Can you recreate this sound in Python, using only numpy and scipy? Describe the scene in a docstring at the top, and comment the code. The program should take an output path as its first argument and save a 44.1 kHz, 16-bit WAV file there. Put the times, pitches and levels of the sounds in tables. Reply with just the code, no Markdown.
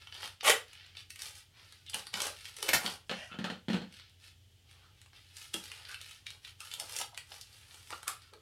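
"""Light rustling and ticks of plastic, then a rip: hands open and crinkle a small packet over a table.
The film tears twice, in surges of tiny fractures; it rustles under finger strokes and its creases snap.
Midway something hard is set down, ringing the table. Close perspective, one microphone, a quiet room:
the table top gives the film's clicks a quick echo, the room a short tail; a low hum goes on underneath."""
import sys
import numpy as np
from scipy import signal
from scipy.fft import rfft, irfft
from scipy.io import wavfile
from scipy.ndimage import uniform_filter1d

SR = 44100
rng = np.random.default_rng(int(sys.argv[2]) if len(sys.argv) > 2 else 0)


def to_wav(s):
    """Save 16-bit WAV."""
    ch = np.atleast_2d(s).T  # columns
    pcm = np.round(np.clip(ch, -1, 1) * 32767)  # PCM
    wavfile.write(sys.argv[1], SR, pcm.astype(np.int16))


N = 370881
TIME = np.arange(N) / SR
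BODY_HZ, SIZZLE_HZ, TOP_HZ = 1100, 5500, 16000  # crackle lies between body and sizzle

# Levels in the tables are relative; each source sets its own gain.
# room tone: f/Hz, level/dB
AIR_SPECTRUM = [(15, -42.5), (25, -9.5), (102, 4), (134, -4), (190, -15.5), (451, -18.5), (531, -24),
                (840, -22.5), (1020, -30), (1290, -27.5), (2760, -20.5), (2990, -13), (3920, -21),
                (13600, -32.5), (16000, -36)]
# knocks on the table: t/s, thud/dB, clack/dB
TABLE_KNOCKS = [(1.947, -48, -45), (2.144, -42, -55), (2.74, -33, -46), (2.847, -34, -39),
                (3.095, -42, -29.5), (3.112, -35, -29.5), (3.315, -45, -47), (3.343, -42, -45.5),
                (3.388, -27, -38), (3.4424, -30.5, -31), (3.5004, -31, -33), (3.6837, -23, -32),
                (3.701, -26, -32.5), (3.732, -30, -33), (3.743, -20.5, -32.5), (3.768, -31.5, -41),
                (3.817, -35.5, -46), (5.545, -40.5, -43)]
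# modes of the table: f/Hz, level/dB, t60/s
TABLE_MODES = [(186.2, 9, 0.23), (224, 8.5, 0.16), (272.5, -2.5, 0.17), (329.6, -4.5, 0.21),
               (352, -6, 0.084), (462, -5, 0.2), (514, -17, 0.44), (607, -10, 0.12), (835, -39, .16)]
# hard contact on wood: f/Hz, level/dB
CLACK_SPECTRUM = [(240, -42), (400, -6.5), (485, 0.5), (673, -5.5), (829, -1.5), (1040, -8.5), (1500, -5),
                  (2120, -9), (3070, -4.5), (6460, -19.5), (7840, -19.5), (14000, -29)]
# its resonances: f/Hz, width/Hz, lift/dB
CLACK_RESONANCES = [(1315, 17, 3.5), (1490, 48, 1.4), (1820, 240, 4.3), (3020, 170, 2.7), (4250, 230, 7.8)]
# fingers rubbing the hollow packet, things sliding on the table: t/s, level/dB, f/Hz, half-length/s
RUB_SWELLS = [(1.66, -76, 1860, 0.13), (1.885, -48.5, 3250, 0.027), (1.938, -35.5, 3280, 0.0079),
              (2.252, -53, 600, 0.1), (2.598, -54, 464, 0.025), (2.657, -46, 436, 0.048),
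              (3.13, -47, 1880, 0.026), (3.135, -47, 2920, 0.027), (3.2, -57, 5470, 0.16),
              (3.2, -62.5, 8600, 0.18), (3.21, -53, 690, 0.083), (3.215, -48, 2610, 0.1),
              (3.215, -49, 1850, 0.089), (3.332, -50.5, 1350, 0.058), (3.331, -47.5, 2820, 0.038),
              (3.47, -45.5, 1400, 0.062), (4.852, -64.5, 1300, 0.043), (5.551, -43, 376, 0.014),
              (5.801, -64, 830, 0.058), (5.918, -50, 1510, 0.072), (6.622, -55, 1270, 0.04),
              (6.815, -53.5, 715, 0.032), (7.015, -42, 820, 0.024), (7.133, -51.5, 805, 0.013),
              (7.323, -52, 790, 0.013), (7.78, -74, 1960, 0.1), (7.914, -49.5, 880, 0.023),
              (7.936, -43, 1230, .014), (8.088, -42.5, 1190, 0.038), (8.3, -70.5, 1350, 0.14),
              (8.36, -56.5, 438, 0.056)]
# the packet whispers in the hands: from/s, to/s (a reversed span is silent)
HELD_SPANS = [(0, 0.35), (.68, 0.76), (1.122, 1.44), (1.56, 2.95), (3.92, 4), (4.68, 4.75), (4.97, 5),
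              (5.14, 6.18), (6.27, 6.3), (7.18, 8.3), (8.28, 7.2)]
# finger strokes at their firmest: t/s, length/s, level/dB, body offset/dB, sizzle offset/dB
FINGER_STROKES = [(0.022, 0.044, -53.5, -16, -15), (0.177, .11, -50.5, -9.5, -7),
                  (0.244, 0.088, -43, -11.5, -4.5), (0.796, 0.29, -55, -20, -19),
                  (0.993, 0.064, -50, -26, -9.5), (1.251, 0.12, -47.5, -12.5, 0.5),
                  (1.367, 0.087, -55.5, -17, 2), (1.598, 0.14, -59, -10, -28),
                  (1.704, 0.22, -64.5, -19, -6), (1.974, 0.097, -50.5, -1.5, 1),
                  (2.174, 0.075, -43, -3.5, -1.5), (2.245, 0.12, -41, -5, -1.5),
                  (2.387, .15, -53.5, -23, -4.5), (2.473, 0.086, -52, -13.5, -1),
                  (2.586, 0.056, -49.5, -16, -3), (2.665, 0.12, -44.5, -7, -0.5),
                  (2.855, 0.096, -47.5, 4.5, 3.5), (2.921, 0.086, -50.5, -2.5, 0.5),
                  (3.989, 0.23, -58, -33, -27), (4.259, 0.11, -55, -21, -6.5), (4.8, 0.33, -66.5, -7, -11),
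                  (5.023, 0.07, -72.5, -10, -5), (5.167, 0.069, -57.5, -13, -11),
                  (5.303, 0.15, -68, -19, -8), (5.415, 0.15, -53, -16.5, 0.5), (5.571, 0.078, -59, 0, 9),
                  (5.652, 0.082, -50, -18, -1), (5.774, 0.27, -54.5, -13, -6),
                  (5.907, 0.074, -47, -15.5, -5), (6.079, 0.21, -53, -20.5, -4), (6.32, 0.17, -65, -7, 0),
                  (6.471, 0.091, -52.5, -16.5, -5), (6.653, 0.11, -52.5, -15, 0),
                  (6.728, 0.053, -52, -10.5, -3), (6.82, 0.094, -56, 2, 3), (6.929, 0.15, -47.5, -9.5, 2.5),
                  (7.009, 0.044, -40, -7, 1.5), (7.343, .14, -58, -8, 3), (7.552, 0.2, -69, -7, 6.5),
                  (7.755, 0.23, -63, -6, 4), (7.925, 0.15, -59.5, -13, 5), (8.101, 0.071, -54.5, -1, 2)]
# the plastic film: f/Hz, level/dB
FILM_SPECTRUM = [(120, -31.5), (200, -26.5), (322, -22), (465, -11.5), (659, -18.5), (836, -7.5),
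                 (1020, -14), (1270, -6), (2750, 1), (3020, 2), (3970, -1.5), (5800, -3.5), (7000, -8.5),
                 (9400, -7), (11700, -11), (16000, -27.5)]
# creases snapping over: t/s, level/dB, body offset/dB, sizzle offset/dB, ring f/Hz
CREASE_SNAPS = [(0.0722, -34, -15, -26, 3120), (0.1246, -32, -19, -29, 2950),
                (0.1496, -33.5, -24, -30, 3060), (0.2307, -29, -8, -26, 3140),
                (0.4092, -28, -27, -23, 3400), (0.9523, -40, -24, -28, 2300),
                (0.9702, -31.5, -26, -23, 3500), (1.1047, -34.5, -41, -4.5, 2140),
                (1.1593, -37.5, -26, -7.5, 2000), (1.1927, -38, -27, -5, 2340), (1.22, -33.5, -21, 1, 5270),
                (1.724, -41, -19, -9, 4000), (1.8643, -39, -36, -16, 3400), (1.8981, -40, -19, 3, 4870),
                (1.9441, -21.5, -14, -6, 2940), (1.9948, -33.5, -25, -11, 4400),
                (2.069, -33.5, -13.5, -7.5, 4250), (2.1406, -20, -14.5, -13, 2500),
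                (2.2039, -20.5, -13, -10, 3070), (2.2189, -28.5, -20, 3.5, 3440),
                (2.2694, -31.5, -1, 1, 2980), (2.455, -29.5, -43, -14.5, 5000),
                (2.567, -42.5, -14, 3.5, 3040), (2.6281, -23.5, -13.5, -4, 2900),
                (2.8625, -17.5, -24, -16, 3330), (3.998, -38, -18, -19.5, 4200),
                (5.016, -45, -24.5, -6.5, 3600), (5.061, -51.5, -5, -7, 2500), (5.132, -48, -7, -20, 1680),
                (5.3686, -37.5, -40, -3, 4600), (5.5414, -20, -27, -8, 3380),
                (5.7168, -30, -20, -12.5, 2700), (5.8523, -35, -35, -18, 4230),
                (5.9444, -28.5, -25, -15.5, 2800), (6.0143, -35, -17, -7, 3700),
                (6.2672, -26.5, -42, -17.5, 3850), (6.3047, -33.5, -23, -10, 3420),
                (6.4489, -32.5, -38, -18, 3940), (6.605, -33, -22, -6, 2610), (6.7148, -30, -36, -14, 3330),
                (6.7384, -28, -21, -6.5, 3520), (6.7993, -28, -37, -0.5, 4500),
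                (6.9652, -33, -11, 4.5, 3280), (6.988, -31.5, -17, 4, 2600), (7.1459, -39, -18, -12, 3300),
                (7.1764, -28, -15.5, -8, 2240), (7.3196, -33, -15, -19, 3680), (7.4125, -40, -42, 1, 5000),
                (7.7099, -40.5, -28, -25, 3400), (7.744, -44, -5.5, -4.5, 3400),
                (7.9053, -33, -8, -8, 1770), (7.9278, -31, -1.5, -28, 1290), (8.0309, -39, -3.5, -4, 1260),
                (8.0798, -22.5, -11.5, -2, 1600), (8.336, -43, -2.5, -11.5, 1300)]
# upper ring of a facet, lower in the thin snap of a tight crease: body offset/dB, f/Hz
UPPER_RING = [(-36, 7600), (-18.5, 8700)]
# surges of each rip: t/s, run/s, mid-run level/dB, swell over the run/dB
FIRST_SURGES = [(.432, 0.0023, -34.5, -1), (.4425, 0.045, -24, 12), (.496, 0.0049, -13.5, 2),
                (.504, 0.023, -31.5, -18)]
SECOND_SURGES = [(2.683, 0.007, -31.5, 12), (2.690, 0.0023, -20, -6), (2.733, 0.025, -23, -5.5)]
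# tone of each rip: f/Hz, level/dB
FIRST_SPECTRUM = [(88, -44.5), (150, -19), (297, -23), (400, -13.5), (457, -6.5), (504, -9.5), (923, -5.5),
                  (998, -17), (1080, -5), (1660, -14.5), (1980, -5.5), (2810, -10.5), (3040, -8.5),
                  (4580, -17), (10600, -17), (16000, -36)]
SECOND_SPECTRUM = [(35, -42), (70, -13), (130, -13.5), (222, -16.5), (338, -14.5), (822, -8.5),
                   (1250, -13.5), (1550, -6), (1950, -4.5), (3670, -13), (5460, -11.5), (6140, -14.5),
                   (13000, -17), (16000, -30)]
# ringing peaks in the first rip's tone: f/Hz, width/Hz, lift/dB
FIRST_RIP_PEAKS = [(1140, 35, 0), (1430, 42, 7), (1956, 25, 6.5), (2360, 60, 2), (2500, 52, 5.5),
                   (3070, 170, 7.5), (3440, 59, 4.5)]


def undb(db):
    """Decibels to gain."""
    return 10 ** (np.asarray(db) / 20)


def unit(x):
    """Scale to rms 1."""
    return x / np.sqrt(np.mean(x ** 2))


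def add(track, s, sound):
    """Mix a sound in at s seconds."""
    start = int(s * SR)
    track[start:start + len(sound)] += sound[:N - start]


def cut(x, hz, kind, order=2):
    """Butterworth low-, high- or band-pass."""
    return signal.sosfilt(signal.butter(order, hz, kind, fs=SR, output="sos"), x)


def through(x, response):
    """Pass a sound through an impulse response."""
    return signal.fftconvolve(x, response)[:len(x)]


def colour(spectrum, resonances=(), size=4096):
    """Minimum-phase response of a smooth spectrum with resonances on top."""
    hz = np.maximum(np.fft.rfftfreq(size, 1 / SR), 1)
    point_hz, point_db = np.transpose(spectrum)
    db = np.interp(np.log(hz), np.log(point_hz), point_db)
    for centre, width, lift in resonances:
        db += lift / (1 + (2 * (hz - centre) / width) ** 2)
    cepstrum = irfft(np.log(undb(db)))
    cepstrum[1:size // 2] *= 2
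    cepstrum[size // 2 + 1:] = 0
    return irfft(np.exp(rfft(cepstrum)))


def registers(x):
    """Split a sound into body, crackle and sizzle."""
    return (cut(x, BODY_HZ, "low", order=5),
            cut(x, [BODY_HZ, SIZZLE_HZ], "band", order=5),
            cut(x, SIZZLE_HZ, "high", order=5))


def fade(t60, size):
    """Exponential decay, 60 dB down after t60 seconds."""
    return undb(-60 * np.arange(size) / SR / t60)


def wander(rate_hz):
    """Slow random drift of rms 1."""
    hold = int(SR / rate_hz)
    steps = np.repeat(rng.standard_normal(N // hold + 1), hold)
    return unit(uniform_filter1d(steps, hold)[:N])


def fractures(per_s, spread_db, t60, steady_s):
    """Tiny clicks of very unequal size; each comes from another facet, so no two ring alike."""
    breaks = rng.random(N) < per_s / SR
    sizes = undb(spread_db * np.minimum(rng.exponential(size=N), 5))
    clicks = unit(through(breaks * sizes, fade(t60, 512)) * rng.standard_normal(N))
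    # the hands feed in energy steadily, however it is shared among the clicks
    power = uniform_filter1d(clicks ** 2, int(steady_s * SR))
    return clicks / np.sqrt(np.abs(power) + .01)


def room_tone(air_db=-65, hum_db=-68.5, hum_hz=90.2, waver_db=3, drift=.015):
    """Faint air and a low hum that wavers in pitch and level."""
    air = unit(through(rng.standard_normal(N), colour(AIR_SPECTRUM)))
    air = cut(air, 38, "high", order=4)
    pitch_hz = hum_hz * (1 + drift * wander(21))
    hum = unit(np.sin(2 * np.pi * np.cumsum(pitch_hz) / SR))
    return undb(air_db) * air + undb(hum_db + waver_db * np.tanh(wander(6))) * hum


def room(x, wet_db, band_t60s=(.25, .25, .22), build_s=.0031, spots=7, size=16000):
    """A small furnished room; diffuse tails take turns, as the echoes change when the hands move."""
    spot = np.arange(N) // 900 % spots
    build = 1 - np.exp(-(np.arange(size) / SR / build_s) ** 2)
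    wet = 0
    for k in range(spots):
        bands = registers(rng.standard_normal(size))
        tail = build * sum(band * fade(t60, size) for band, t60 in zip(bands, band_t60s))
        share = np.sqrt(np.abs(uniform_filter1d(1. * (spot == k), size=400)))
        wet += through(x * share, tail / np.linalg.norm(tail))
    return x + undb(wet_db) * wet


def table_echo(x, echo_db, lag_s=.0024, sway=.1, above_hz=900):
    """The table top throws treble back to the microphone; the lag drifts as the hands rise and dip."""
    delay_s = lag_s * (1 + sway * wander(6))
    echo = np.interp(TIME - delay_s, TIME, cut(x, above_hz, "high"), left=0)
    return x + undb(echo_db) * echo


def knocks(clack_db=4, clack_t60=.19, crack_t60=.01, uneven_db=.5, size=20000):
    """Each knock rings the low modes of the table; hard contact adds a crack and a woody clack."""
    out, t = np.zeros(N), np.arange(size) / SR
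    modes = np.array([undb(db) * np.sin(2 * np.pi * hz * t) * fade(t60, size)
                      for hz, db, t60 in TABLE_MODES])
    contact = colour(CLACK_SPECTRUM, CLACK_RESONANCES)
    decay = fade(clack_t60, size) + fade(crack_t60, size)
    for s, thud_db, hard_db in TABLE_KNOCKS:
        thud = undb(-uneven_db * rng.standard_normal(len(modes))) @ modes  # each spot favours other modes
        # a harder contact is shorter, so its clack reaches higher
        edge_hz = min(6000 * 2 ** ((hard_db + 30) / 31.5), TOP_HZ)
        clack = cut(through(rng.standard_normal(size) * decay, contact), edge_hz, "low", order=1)
        add(out, s, undb(thud_db) * thud / np.abs(thud).max())
        add(out, s, undb(hard_db + clack_db) * clack / np.abs(clack).max())
    return cut(out, 140, "high", order=3)  # a board radiates little below its first modes


def rubs(gain_db=-1, band_ratio=1.15):
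    """Stick and slip: a swell of dense small catches sounds one broad resonance."""
    catches = fractures(per_s=1900, spread_db=2.5, t60=.0019, steady_s=.0092)
    out = np.zeros(N)
    for s, db, hz, half_s in RUB_SWELLS:
        start = int((s - half_s) * SR)
        rub = cut(catches[start:start + int(2 * half_s * SR)], [hz / band_ratio, hz * band_ratio], "band")
        add(out, s - half_s, undb(db + gain_db) * unit(rub) * np.hanning(len(rub)))
    return out


def handling(whisper_db=-64, waver_db=1.5, whisper_bands_db=(-22, 0, -7), rise_share=.48, ends_db=-11.5):
    """Envelopes of body, crackle and sizzle: strokes swell and ease above the held packet's whisper."""
    held = sum(1. * ((TIME >= start) & (TIME <= end)) for start, end in HELD_SPANS)
    whisper = np.abs(uniform_filter1d(held, size=1500)) * undb(whisper_db + waver_db * wander(9))
    power = np.outer(undb(whisper_bands_db), whisper) ** 2
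    for s, length_s, db, body_db, sizzle_db in FINGER_STROKES:
        near = np.abs(TIME - s) < 2 * length_s
        offset = (TIME[near] - s) / length_s
        from_peak = offset / np.where(offset < 0, rise_share, 1 - rise_share)
        swell = undb(db + ends_db * from_peak ** 2)
        power[:, near] += np.outer(undb([body_db, 0, sizzle_db]), swell) ** 2
    return np.sqrt(power)


def rustle(envelopes, bands_db=(1, -2, -2), slide_db=-7, buckle_db=-54):
    """Fingers work the film: it slides under a light touch and crinkles under a firm one."""
    sliding = undb(slide_db) * fractures(per_s=5200, spread_db=3, t60=.0054, steady_s=.0027)
    crinkles = fractures(per_s=500, spread_db=3.5, t60=.005, steady_s=.03)
    effort = envelopes[1] ** 2
    firmness = effort / (effort + undb(buckle_db) ** 2)
    touch = (sliding + np.sqrt(firmness) * crinkles) / np.sqrt(undb(slide_db) ** 2 + firmness)
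    bands = registers(through(touch, colour(FILM_SPECTRUM)))
    return sum(undb(db) * envelope * unit(band) for db, envelope, band in zip(bands_db, envelopes, bands))


def lesser_creases(envelopes, count=70, lift_db=14, spread_db=3, ring_hz=3400, spread_oct=.35):
    """Small creases give way at random, as strongly as the film is worked; rows as in CREASE_SNAPS."""
    starts = rng.integers(SR // 10, N, count)
    rows = []
    for start, (size, pitch) in zip(starts, rng.standard_normal((count, 2))):
        db = 20 * np.log10(envelopes[1, start] + 1e-9) + lift_db + spread_db * size
        rows.append((start / SR, db, -20, -9, ring_hz * 2 ** (spread_oct * pitch)))
    return rows


def snaps(creases, gain_db=-21, body_lift_db=4, sizzle_lift_db=6, spread_oct=.13, lead=400, size=2048):
    """A crease creaks, then buckles: a click, a dense flip, a fading scatter, two rings of the facet."""
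    out = np.zeros(N)
    creak = .042 * fade(t60=.03, size=lead)[::-1]
    flip = .093 * fade(t60=.01, size=size)
    scatter = .075 * fade(t60=.022, size=size)
    strain = np.concatenate([creak, flip + scatter])
    for s, db, body_db, sizzle_db, hz in creases:
        buckle = strain * rng.standard_normal(len(strain))
        buckle[lead] = 1  # the sharp click
        upper_hz = np.interp(body_db, *np.transpose(UPPER_RING))
        upper_hz *= 2 ** (spread_oct * rng.standard_normal())
        facet = colour(FILM_SPECTRUM, resonances=[(hz, .3 * hz, 7), (upper_hz, .3 * upper_hz, 5)])
        body, crackle, sizzle = map(unit, registers(through(buckle, facet)))
        snap = undb(body_db + body_lift_db) * body + crackle + undb(sizzle_db + sizzle_lift_db) * sizzle
        add(out, s - lead / SR, undb(db + gain_db) * snap)
    return out


def rip(surges, response, per_s, spread_db, low_cut_hz, attack_s=.0011, release_s=.0045):
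    """The tear runs through taut film in surges of dense fractures."""
    tear = through(fractures(per_s, spread_db, t60=.0036, steady_s=.0025), response)
    pull = 0
    for s, run_s, db, swell_db in surges:
        progress = np.clip((TIME - s) / run_s, 0, 1)
        before, after = np.maximum(s - TIME, 0), np.maximum(TIME - s - run_s, 0)
        gate = np.exp(-np.minimum(before / attack_s + after / release_s, 20))
        pull = np.maximum(pull, gate * undb(db + swell_db * (progress - .5)))
    return unit(cut(tear, low_cut_hz, "high", order=3)) * pull


def scene(film_db=-2.6, crease_db=-2.5):
    """Packet, table and room tone as they meet at one close microphone."""
    first_rip_tone = colour(FIRST_SPECTRUM, FIRST_RIP_PEAKS)
    first_rip = rip(FIRST_SURGES, first_rip_tone, per_s=2000, spread_db=3.5, low_cut_hz=230)
    second_rip = rip(SECOND_SURGES, colour(SECOND_SPECTRUM), per_s=4000, spread_db=8, low_cut_hz=50)
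    envelopes = handling()
    film = first_rip + second_rip + rustle(envelopes) + rubs()
    film = undb(film_db) * room(table_echo(film, echo_db=-7), wet_db=-2.5)
    creases = snaps(CREASE_SNAPS + lesser_creases(envelopes))
    creases = undb(crease_db) * room(table_echo(creases, echo_db=-8), wet_db=-2.5)
    table = room(knocks(), wet_db=-5.5)
    return (film + creases + table + room_tone())[None]


def record(dry):
    """The recorder cuts the top steeply."""
    return signal.sosfilt(signal.ellip(10, .2, 70, TOP_HZ, fs=SR, output="sos"), dry)


dry = scene()
out = record(dry)
to_wav(out)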